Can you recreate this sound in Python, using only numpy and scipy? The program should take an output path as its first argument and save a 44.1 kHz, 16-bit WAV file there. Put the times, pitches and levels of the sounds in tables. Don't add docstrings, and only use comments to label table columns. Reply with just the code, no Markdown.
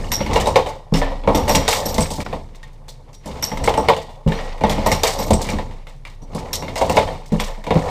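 import sys
import numpy as np
from scipy import signal
from scipy.fft import rfft, irfft
from scipy.io import wavfile
from scipy.ndimage import uniform_filter1d

SR = 44100
rng = np.random.default_rng(int(sys.argv[2]) if len(sys.argv) > 2 else 0)


def generate_wav(sig):
    pcm = np.round(np.clip(np.atleast_2d(sig).T, -1, 1) * 32767).astype(np.int16)
    wavfile.write(sys.argv[1], SR, pcm)


N = 348371
T = np.arange(SR // 2) / SR

# frequency in Hz, relative level in dB per Hz.
PRESS_COLOUR = [(24, -35.5), (40, 14), (117, -6.5), (213, -8.5), (333, -13.5), (509, -3), (637, -10),
                (881, -7.5), (1560, -21.5), (2160, -13.5), (2510, -19), (8110, -26.5), (10400, -36.5),
                (12100, -38), (15500, -38)]


def undb(db):
    return 10 ** (np.asarray(db) / 20)


def unit(x):
    return x / np.sqrt(np.mean(x ** 2))


def fade(t60):
    return np.exp(-np.log(1000) * T / t60)


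def noise(shape, lo_hz, hi_hz, size=N):
    f = np.maximum(np.fft.rfftfreq(size, 1 / SR), 1)
    hz, db = np.transpose(shape)
    edges = 1 / (1 + (lo_hz / f) ** 8) / (1 + (f / hi_hz) ** 8)
    colour = undb(np.interp(np.log(f), np.log(hz), db))
    white = rfft(rng.standard_normal(size))
    return unit(irfft(white * colour * edges, size))


def walk(rate):
    k = int(SR / rate)
    held = np.repeat(rng.standard_normal(N // k + 1), k)
    return uniform_filter1d(held, k)[:N]


def grit(rate, spread_db, knock_s, steady):
    size = np.minimum(rng.exponential(size=N), 3)
    knocks = (rng.random(N) < rate / SR) * undb(spread_db * size)
    dying = signal.lfilter([1], [1, -np.exp(-1 / (knock_s * SR))], knocks)
    return unit(dying + steady)


def loose_parts():
    # pitch in Hz, t60 in s.
    parts = [(1800, .03), (2200, .025), (2900, .025), (3700, .025), (4300, .02), (5300, .02), (6600, .015),
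             (8100, .015)]
    ticks_per_s, tilt_db_per_oct = 45, -7.5
    out = 0
    for hz, t60 in parts:
        ticks = (rng.random(N) < ticks_per_s / SR) * rng.standard_normal(N)
        r = np.exp(-np.log(1000) / (t60 * SR))
        ring = signal.lfilter([1], [1, -2 * r * np.cos(2 * np.pi * hz / SR), r * r], ticks)
        out = out + undb(tilt_db_per_oct * np.log2(hz / parts[0][0])) * unit(ring)
    return unit(out)


def stroke():
    # time in s, sway in dB, dying in dB per s.
    shoves = [(0.0, -25, 32), (0.33, -28, 20), (0.93, -17.5, 35), (1.3, -24.5, 18), (1.5, -21, 40),
              (1.87, -28.5, 10), (2.3, -27, 60), (3.3, -36, 42), (3.55, -27, 28), (4.27, -23, 18),
              (4.67, -21.5, 8), (5.2, -28, 10), (5.55, -21, 72), (6.3, -34, 10), (6.7, -28, 46),
              (7.05, -26.5, 28), (7.33, -19, 33), (2.0, -26.5, 19.5), (4.85, -26, 88), (7.71, -29, 8)]
    # start in s, end in s, then the levels in dB of the
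    pulls = [(0.0, 0.215, -27.5, -35.5, -38.5), (0.298, 0.51, -22.5, -24.5, -36.5),
             (0.956, 1.162, -34.5, -46, -48), (1.302, 1.597, -22, -26, -40), (1.627, 2.05, -29, -31.5, -38),
             (2.1, 2.36, -31.5, -40.5, -47), (3.282, 3.553, -34, -37.5, -43),
             (3.612, 3.86, -25.5, -29.5, -42), (4.32, 4.45, -35, -33, -40),
             (4.683, 4.947, -26.5, -27.5, -38), (4.998, 5.247, -31, -31, -37.5),
             (5.305, 5.56, -25.5, -31, -40), (6.334, 6.755, -32.5, -35.5, -47.5),
             (6.82, 7.024, -24, -25.5, -35.5), (7.354, 7.46, -43, -38, -40), (7.76, 7.9, -28, -26.5, -36.5)]
    # rumble, hum and rattle in dB.
    standing_db = [-49.5, -55, -64.5]
    sway_hz, sway_waver_db = 27.3, 2.5
    shove_attack, pull_attack, pull_release = 900, 298, 79
    sway_rest_db, loose_db = -41, -6
    t = np.arange(N) / SR

    at, shove_db, dying = np.transpose(shoves)[:, :, None]
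    sway_db = shove_db - shove_attack * np.maximum(at - t, 0) - np.abs(dying) * np.maximum(t - at, 0)
    sway_db = np.maximum(sway_db.max(axis=0), sway_rest_db)
    sway_db = sway_db + sway_waver_db * walk(7.4)
    wandering_hz = sway_hz * (1 + 0.055 * walk(3.0))
    sway = np.sqrt(2) * np.sin(2 * np.pi * np.cumsum(wandering_hz) / SR)

    start, end, *levels = np.transpose(pulls)[:, :, None]
    down_db = pull_attack * np.maximum(start - t, 0) + pull_release * np.maximum(t - end, 0)
    rumble_db, hum_db, rattle_db = (np.maximum((db - down_db).max(axis=0), rest)
                                    for db, rest in zip(levels, standing_db))
    rumble = undb(1 * walk(29)) * noise(PRESS_COLOUR, 59.0, 402)
    hum = undb(3.5 * walk(30)) * noise(PRESS_COLOUR, 380, 1300)
    rattle = grit(120, 1.2, 0.0095, 0.22) * noise(PRESS_COLOUR, 1020, 6000)
    bright = grit(73, 2.1, 0.0018, 1.9) * noise(PRESS_COLOUR, 3800, 16000)
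    rattle = rattle + undb(-8.5) * bright + undb(loose_db) * loose_parts()
    return undb(sway_db) * sway + undb(rumble_db) * rumble + undb(hum_db) * hum + undb(rattle_db) * rattle


def background_air():
    # frequency in Hz, relative level in dB per Hz.
    air_colour = [(18, -33), (30, -12.5), (140, 10.5), (332, -63), (852, -35.5), (1590, -28.5),
                  (4090, -38.5), (10700, -39), (15500, -50.5)]
    return undb(-46) * noise(air_colour, 25, 16000)


def struck(modes, count, scatter_db, push_s, lean_db=0):
    hz, db, t60 = np.transpose(modes)[:, :, None]
    decay = np.log(1000) * T / np.clip(t60, .03, 1)
    bank = np.exp(2j * np.pi * hz * T - decay) * undb(db)
    chance = rng.standard_normal((count, len(modes), 2))
    share = undb(scatter_db * chance[..., 0] + lean_db) * np.exp(.6j * chance[..., 1])
    rings = (share @ bank).imag
    rings = rings * (1 - np.exp(-T / push_s))
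    return rings / np.abs(rings).max(axis=1, keepdims=True)


def clinks(hz, spread, t60):
    chance = rng.standard_normal((len(hz), 4, 2))
    pitch = np.minimum(hz[:, None] * (1 + spread * chance[..., 0]), .4 * SR)[..., None]
    modes = np.sin(2 * np.pi * pitch * T + chance[..., 1:]).sum(axis=1)
    return modes * fade(t60) * (1 - np.exp(-T / 0.00031)) / 3


def bursts(lo_hz, hi_hz, count, crack_t60, tail_t60, tail_db, push_s, chatter=1):
    dense = noise(PRESS_COLOUR, lo_hz, hi_hz)
    span = rng.integers(0, N - len(T), count)[:, None] + np.arange(len(T))
    tail = undb(tail_db) * fade(tail_t60) * (chatter * np.ones(N))[span]
    return dense[span] * (fade(crack_t60) + tail) * (1 - np.exp(-T / push_s)) / 2


def place(times, db, sounds):
    out = np.zeros(N + len(T))
    for s, gain, sound in zip(times, undb(db), sounds):
        i = int(s * SR)
        out[i:i + len(T)] += gain * sound
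    return out[:N]


def strike_list(events, table):
    return np.transpose([(s, *levels, *table[name]) for s, name, *levels in events])


def blows():
    # time in s, contact, strength in dB, extra steel in dB.
    hits = [(0.1181, "case seats", 2.5, 2.5), (0.2057, "cam", 5, 7.5), (0.2627, "cam", 0.5, 12),
            (0.3328, "die entry", 2.5, 0.5), (0.3584, "sizing", 0, -1), (0.4003, "rebound", -0.5, 4.5),
            (0.4583, "die entry", -10, 5), (0.4708, "slide bar", 1, -2), (0.5577, "ram top", 1.5, -1.5),
            (0.6618, "rebound", -4.5, 4), (0.9229, "handle stop", 2.5, -1),
            (0.9387, "handle bounce", 3.5, 2), (1.0163, "handle settles", 6.5, -1),
            (1.076, "handle settles", -16, 8), (1.237, "slack", -6.5, 0), (1.275, "pull free", 1.5, -4.5),
            (1.3472, "latch", 6.5, -1.5), (1.479, "die entry", 7, -3), (1.4946, "bar returns", -2.5, 1.5),
            (1.5492, "bar stop", 1.5, 1.5), (1.6794, "index", -2, 5), (1.728, "detent", -1.5, 10.5),
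            (1.8554, "case drops", 0, -6.5), (1.943, "spring", -4, 6), (1.9815, "ram bottom", -1.5, 3),
            (2.0073, "plate lands", -2, 5), (2.105, "case rattles", 4.5, -2.5), (2.183, "cam", 1, -14),
            (2.2036, "pin", -5, 4.5), (2.2633, "tap", -3, 4.5), (2.3282, "rest", -4.5, -7),
            (2.548, "fingers", -0.5, -2.5), (2.63, "fingers", 0.5, 2), (2.731, "hand shifts", -11.5, 12),
            (2.8825, "case tinkles", 1, -1), (3.088, "fingers", -1.5, -16),
            (3.1307, "hand shifts", -7, 19.5), (3.2587, "take-up", -2.5, -0.5), (3.2874, "link", -1, -9),
            (3.3558, "link", 3.5, 2), (3.4269, "case seats", 3, -1.5), (3.5167, "cam", 2, 5.5),
            (3.5727, "cam", -4, 13), (3.6413, "die entry", -3, 2), (3.676, "sizing", 1.5, -2.5),
            (3.7397, "rebound", -4.5, 7), (3.7753, "slide bar", 5.5, -8.5), (3.8854, "ram top", 0, 1.5),
            (3.9651, "rebound", -5.5, 4.5), (4.0919, "pin pings", 2.5, -1),
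            (4.2626, "handle stop", 1.5, -3), (4.2763, "handle bounce", -3.5, -0.5),
            (4.3206, "handle settles", 2, -0.5), (4.3882, "handle settles", -11, 11),
            (4.581, "fingers", 4, -3), (4.6094, "slack", 1.5, -0.5), (4.6365, "pull free", -1, 1),
            (4.6964, "latch", 0, 4), (4.7782, "cam", 6, -1), (4.8627, "bar returns", 0.5, -2),
            (4.9167, "bar stop", -4.5, 4.5), (5.034, "index", 0.5, 1), (5.0682, "detent", 2.5, 1),
            (5.1892, "case drops", -0.5, -4), (5.2682, "spring", -3, -2.5), (5.3059, "ram bottom", 3, -2),
            (5.333, "plate lands", 1.5, -1), (5.4165, "case rattles", -6.5, 5), (5.4886, "pin", 6.5, -1.5),
            (5.5326, "push", 1, 2), (5.5854, "rest", -6, -4), (5.7107, "fingers", 4.5, -2.5),
            (5.8693, "fingers", 2.5, 2.5), (6.0513, "fingers", 3.5, 6), (6.2195, "hand shifts", 6, -2),
            (6.3489, "take-up", 4, -6.5), (6.3799, "link", 1.5, 7.5), (6.4575, "link", -7, 14),
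            (6.5315, "case seats", -3.5, 5), (6.6232, "cam", 0, 8.5), (6.6813, "cam", -4.5, 13.5),
            (6.757, "die entry", -1, 1), (6.778, "die entry", -2.5, 0.5), (6.8132, "sizing", 0, -7.5),
            (6.8964, "slide bar", 3, 1.5), (6.9593, "take-up", 7, -10), (6.9695, "ram top", 0.5, 0),
            (7.0754, "rebound", -7, 3.5), (7.259, "case tinkles", -16, 11.5),
            (7.3204, "handle stop", 0.5, 11), (7.399, "latch", -8.5, 11),
            (7.4794, "handle settles", -4.5, -6), (7.5772, "cam", -12, -9), (7.64, "fingers", 12, -5),
            (7.667, "slack", 0, 1.5), (7.7068, "pull free", -2, 0), (7.7545, "push", 11.5, -8)]
    contacts = {"take-up": (-31.5, -21.5, -24, -23, 10010, 1), "link": (-37.5, -56, -40.5, -35, 1300, 10),
                "case seats": (-18, -16.5, -25.5, -29, 3707, 13), "cam": (-29.5, -46, -21.5, -21, 2130, 6),
                "die entry": (-18.5, -21.5, -19, -34, 2017, -4), "sizing": (-4.5, -24, -4, -21, 2185, 13.5),
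                "rebound": (-20.5, -29.5, -13, -31.5, 3055, -4),
                "slide bar": (-17.5, -17.5, -7.5, -17.5, 2809, 25),
                "ram top": (-1.5, -15.5, -0.5, -17, 2200, 12.5),
                "handle stop": (-39, -46.5, -21, -8.5, 856, 0),
                "handle bounce": (-16.5, -27, -20.5, -19, 2886, -6.5),
                "handle settles": (-19.5, -64, -20, -40.5, 1814, -5),
                "slack": (-23.5, -40.5, -20, -23, 2320, -4.5), "pull free": (-10, -26.5, -3, -8, 2229, 6),
                "latch": (-16, -22.5, -17.5, -15.5, 3430, -3),
                "bar returns": (-8, -10.5, -5.5, -13, 1934, 5), "bar stop": (-7, -15.5, -10, -10, 2100, 7),
                "index": (-8, -9.5, -7, -41, 3647.5, -5), "detent": (-16.5, -25, -33.5, -45, 2240, 11),
                "case drops": (-20, -13, -19, -19.5, 3929, -5.5), "spring": (-40, -21, -21, -21, 3900, 1),
                "ram bottom": (-16, -15, -6, -6, 2070, 17.5),
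                "plate lands": (-22, -15.5, -14, -8.5, 2300, 16), "pin": (-17, -24, -31.5, -25, 2314, 19),
                "push": (-27.5, -50, -21.5, -16, 2000, 11), "rest": (-10, -25, -10.5, -19, 1866, 8.5),
                "fingers": (-34.5, -45.5, -43, -51, 2100, -3),
                "case tinkles": (-36.5, -32, -39, -50, 2198, 7),
                "pin pings": (-39, -47, -37, -54.5, 4100, -12),
                "hand shifts": (-55, -52.5, -44, -41, 5800, 0), "tap": (-21.5, -50, -16, -18, 1529.5, 59),
                "case rattles": (-32, -18, -24.5, -27, 3950, -1.5)}
    # Hz, relative dB, t60 in s (never under 0.03 s as struck).
    steel_modes = [(1910, 11, 0.44), (2058, -22.5, 0.088), (2137, -2, 0.058), (2277, -26, 0.034),
                   (2426, -7.5, 0.028), (2794, 14, 0.22), (3600, 10.5, 0.072), (3650, 14, 0.15)]
    # Hz, relative dB, t60 in s.
    frame_modes = [(417, -3.5, 0.063), (458.4, 2, 0.17), (498.7, -6.5, 0.18), (505, -5, 0.18),
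                   (588, -1.5, 0.16), (653, -1, 0.17), (698.5, -10, 0.2), (870, -3, 0.26),
                   (891, -12.5, 0.42), (912, -13, 0.19), (931, -6.5, .12), (970, -5.5, 0.21),
                   (1087, -17, 0.32), (1205, -26.5, 0.055)]
    # Hz, relative dB, t60 in s.
    bench_modes = [(77.5, -11, 0.7), (119.6, -11, 0.33), (161.6, -2, 0.21), (209.8, 1, 0.19),
                   (273.2, -7, 0.38), (298, -0.5, 0.1)]
    favoured_hz = 170
    steel_scatter_db, frame_scatter_db = 8, 5

    columns = strike_list(hits, contacts)
    s, db, steel_db, clack_db, tick_db, frame_db, thud_db, clack_hz, grip_db = columns
    clack_db, tick_db = clack_db + db + steel_db, tick_db + db + steel_db
    frame_db, thud_db = frame_db + db, thud_db + db
    n = len(s)

    clack = undb(-14.5) * struck(steel_modes, n, steel_scatter_db, 0.00037)
    clack = clack + undb(-6) * clinks(clack_hz, .02, 0.076)
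    clack_chatter = grit(90, 0.8, 0.0053, 2.5)
    clack = clack + undb(-5) * bursts(833, 4700, n, 0.0095, 0.27, -0.97, 0.00014, clack_chatter)
    tick_chatter = grit(83, 3.6, 0.0097, 0.81)
    tick = undb(1.0) * bursts(3300, 21000, n, 0.0033, 0.25, -2.5, 0.000097, tick_chatter)
    clack = clack + undb(-15) * clinks(np.full(n, 3200.), .3, .12)
    tick = tick + undb(-11) * clinks(np.full(n, 8500.), .3, .07)

    frame = undb(1.0) * struck(frame_modes, n, frame_scatter_db, 0.0015)
    frame_chatter = grit(54, 1.4, 0.0093, 0.52)
    frame = frame + undb(-1.5) * bursts(455, 1220, n, 0.06, 0.55, -5.5, 0.0021, frame_chatter)

    octaves_off = np.abs(np.log2(np.array(bench_modes)[:, 0] / favoured_hz))
    lean_db = -2.5 * np.clip(thud_db - frame_db, 0, 15)[:, None] * octaves_off
    thud = undb(1.5) * struck(bench_modes, n, 3.34, 0.0032, lean_db)
    thud = thud + bursts(52, 560, n, 0.079, 0.33, -1.9, 0.0091)

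    grip = undb(-np.clip(grip_db, -9, 60)[:, None] * 10 * T)
    grip = grip * np.cos(np.pi * T)
    layers = ((clack_db, clack), (tick_db, tick), (frame_db, frame))
    by_air = sum(place(s, level_db, grip * sound) for level_db, sound in layers)
    return by_air, place(s, thud_db, grip * thud)


def brass():
    # time in s, contact, strength in dB.
    jingles = [(0.121, "case seats", 1.5), (0.4705, "slide bar", -5.5), (1.3476, "latch", 9.5),
               (1.492, "bar returns", 2.5), (1.5527, "bar stop", -1.5), (1.681, "index", 0),
               (1.728, "detent", 8), (1.8592, "case drops", 3), (2.0063, "plate lands", 4.5),
               (2.1057, "bar returns", -16), (2.2064, "pin", -7.5), (3.425, "case seats", 2),
               (3.6384, "slide bar", -2.5), (3.7754, "slide bar", -1.5), (4.6947, "latch", 4),
               (4.8605, "bar returns", -3), (4.9177, "bar stop", -4.5), (5.035, "index", 9),
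               (5.1856, "case drops", -0.5), (5.3343, "plate lands", -0.5), (5.4894, "pin", 0),
               (6.53, "case seats", -3.5), (6.8977, "slide bar", -10), (7.3991, "latch", 4),
               (7.8494, "latch", -14), (4.32, "latch", -8)]
    ring_levels = [("case seats", -12, -19.5, -45, -51), ("slide bar", -26, -52, -44, -16),
                   ("latch", -31.5, -37, -46, -33), ("bar returns", -20, -28, -25.5, -16),
                   ("bar stop", -13, -33, -48.5, -16), ("index", -46, -32.5, -43.5, -35.5),
                   ("detent", -34, -37, -37, -24), ("case drops", -21.5, -27.5, -27, -27),
                   ("plate lands", -23, -48, -48, -10), ("pin", -28, -38, -46, -55)]
    # Hz, relative dB, t60 in s.
    case_pair = [(5565, 0, .22), (5654, 0, .22), (5760, -4, .14), (5450, -5, .14), (5880, -7, .1)]
    # Hz, relative dB, t60 in s.
    case_top = [(11830, 0, .16), (11720, -5, .1), (11940, -6, .1)]
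    # Hz, relative dB, t60 in s.
    pin = [(12140, 0, .4), (12240, -4, .2)]
    # Hz, relative dB, t60 in s.
    plate = [(7450, -3, .1), (7700, -3, .1), (7950, -2, .1), (8150, 0, .12), (8400, -1, .1),
             (8650, -4, .08)]
    s, strength_db, *levels = strike_list(jingles, {row[0]: row[1:] for row in ring_levels})
    out = 0
    for db, modes in zip(levels, (case_pair, case_top, pin, plate)):
        ring = place(s, db + strength_db, struck(modes, len(s), 3.1, 0.00037))
        out = out + undb(6 * walk(400)) * ring
    return undb(-4) * out


def pings():
    # time in s, level in dB, pitch in Hz, t60 in s,
    # pitch spread as a fraction of the pitch.
    ping_list = [(0.4583, -17, 3760, 0.071, 0.02), (0.939, -19, 5210, 0.17, 0.04),
                 (1.021, -22.5, 1770, 0.22, 0.01), (1.238, -38, 3400, .15, .012),
                 (2.2645, -20, 1420, 0.044, 0.14), (2.631, -35, 1850, 0.14, .01),
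                 (2.883, -35, 4100, 0.16, 0.06), (3.145, -45, 5700, 0.23, 0),
                 (4.092, -49.5, 3480, .4, .005), (4.352, -35, 4220, 0.19, .012),
                 (4.35, -40, 5800, .3, 0.03), (6.0514, -32, 2340, 0.086, 0), (6.22, -46, 5800, .15, .02)]
    s, db, hz, t60, spread = np.transpose(ping_list)
    return place(s, db, clinks(hz, spread[:, None], t60[:, None]))


def room(x):
    low_t60_s, echo_db = 0.21, -13
    tilt = [(100, 15.5), (16000, -18.0)]  # (Hz, relative dB)
    low = noise(tilt, 150, 1200, size=len(T))
    high = noise(tilt, 3000, 32000, size=len(T))
    echo = (low * fade(low_t60_s) + high * fade(2.23 * low_t60_s)) * (T > .004)
    echo = echo / np.sqrt(np.sum(echo ** 2))
    return x + undb(echo_db) * signal.fftconvolve(x, echo)[:N]


def scene():
    # time in s, half width in s, depth in dB.
    brief_dip = (2.241, .006, -16)
    by_air, by_bench = blows()
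    in_room = room(by_air + brass() + pings())
    at, half, dip_db = brief_dip
    dip = undb(dip_db * np.exp(-((np.arange(N) / SR - at) / half) ** 2))
    return (dip * (in_room + by_bench + stroke() + background_air()))[None]


def record(dry):
    top_hz = 15300
    rounded = np.tanh(0.9 * dry) / 1.018
    return signal.sosfilt(signal.ellip(10, .2, 70, top_hz, fs=SR, output="sos"), rounded)


dry = scene()
out = record(dry)
generate_wav(out)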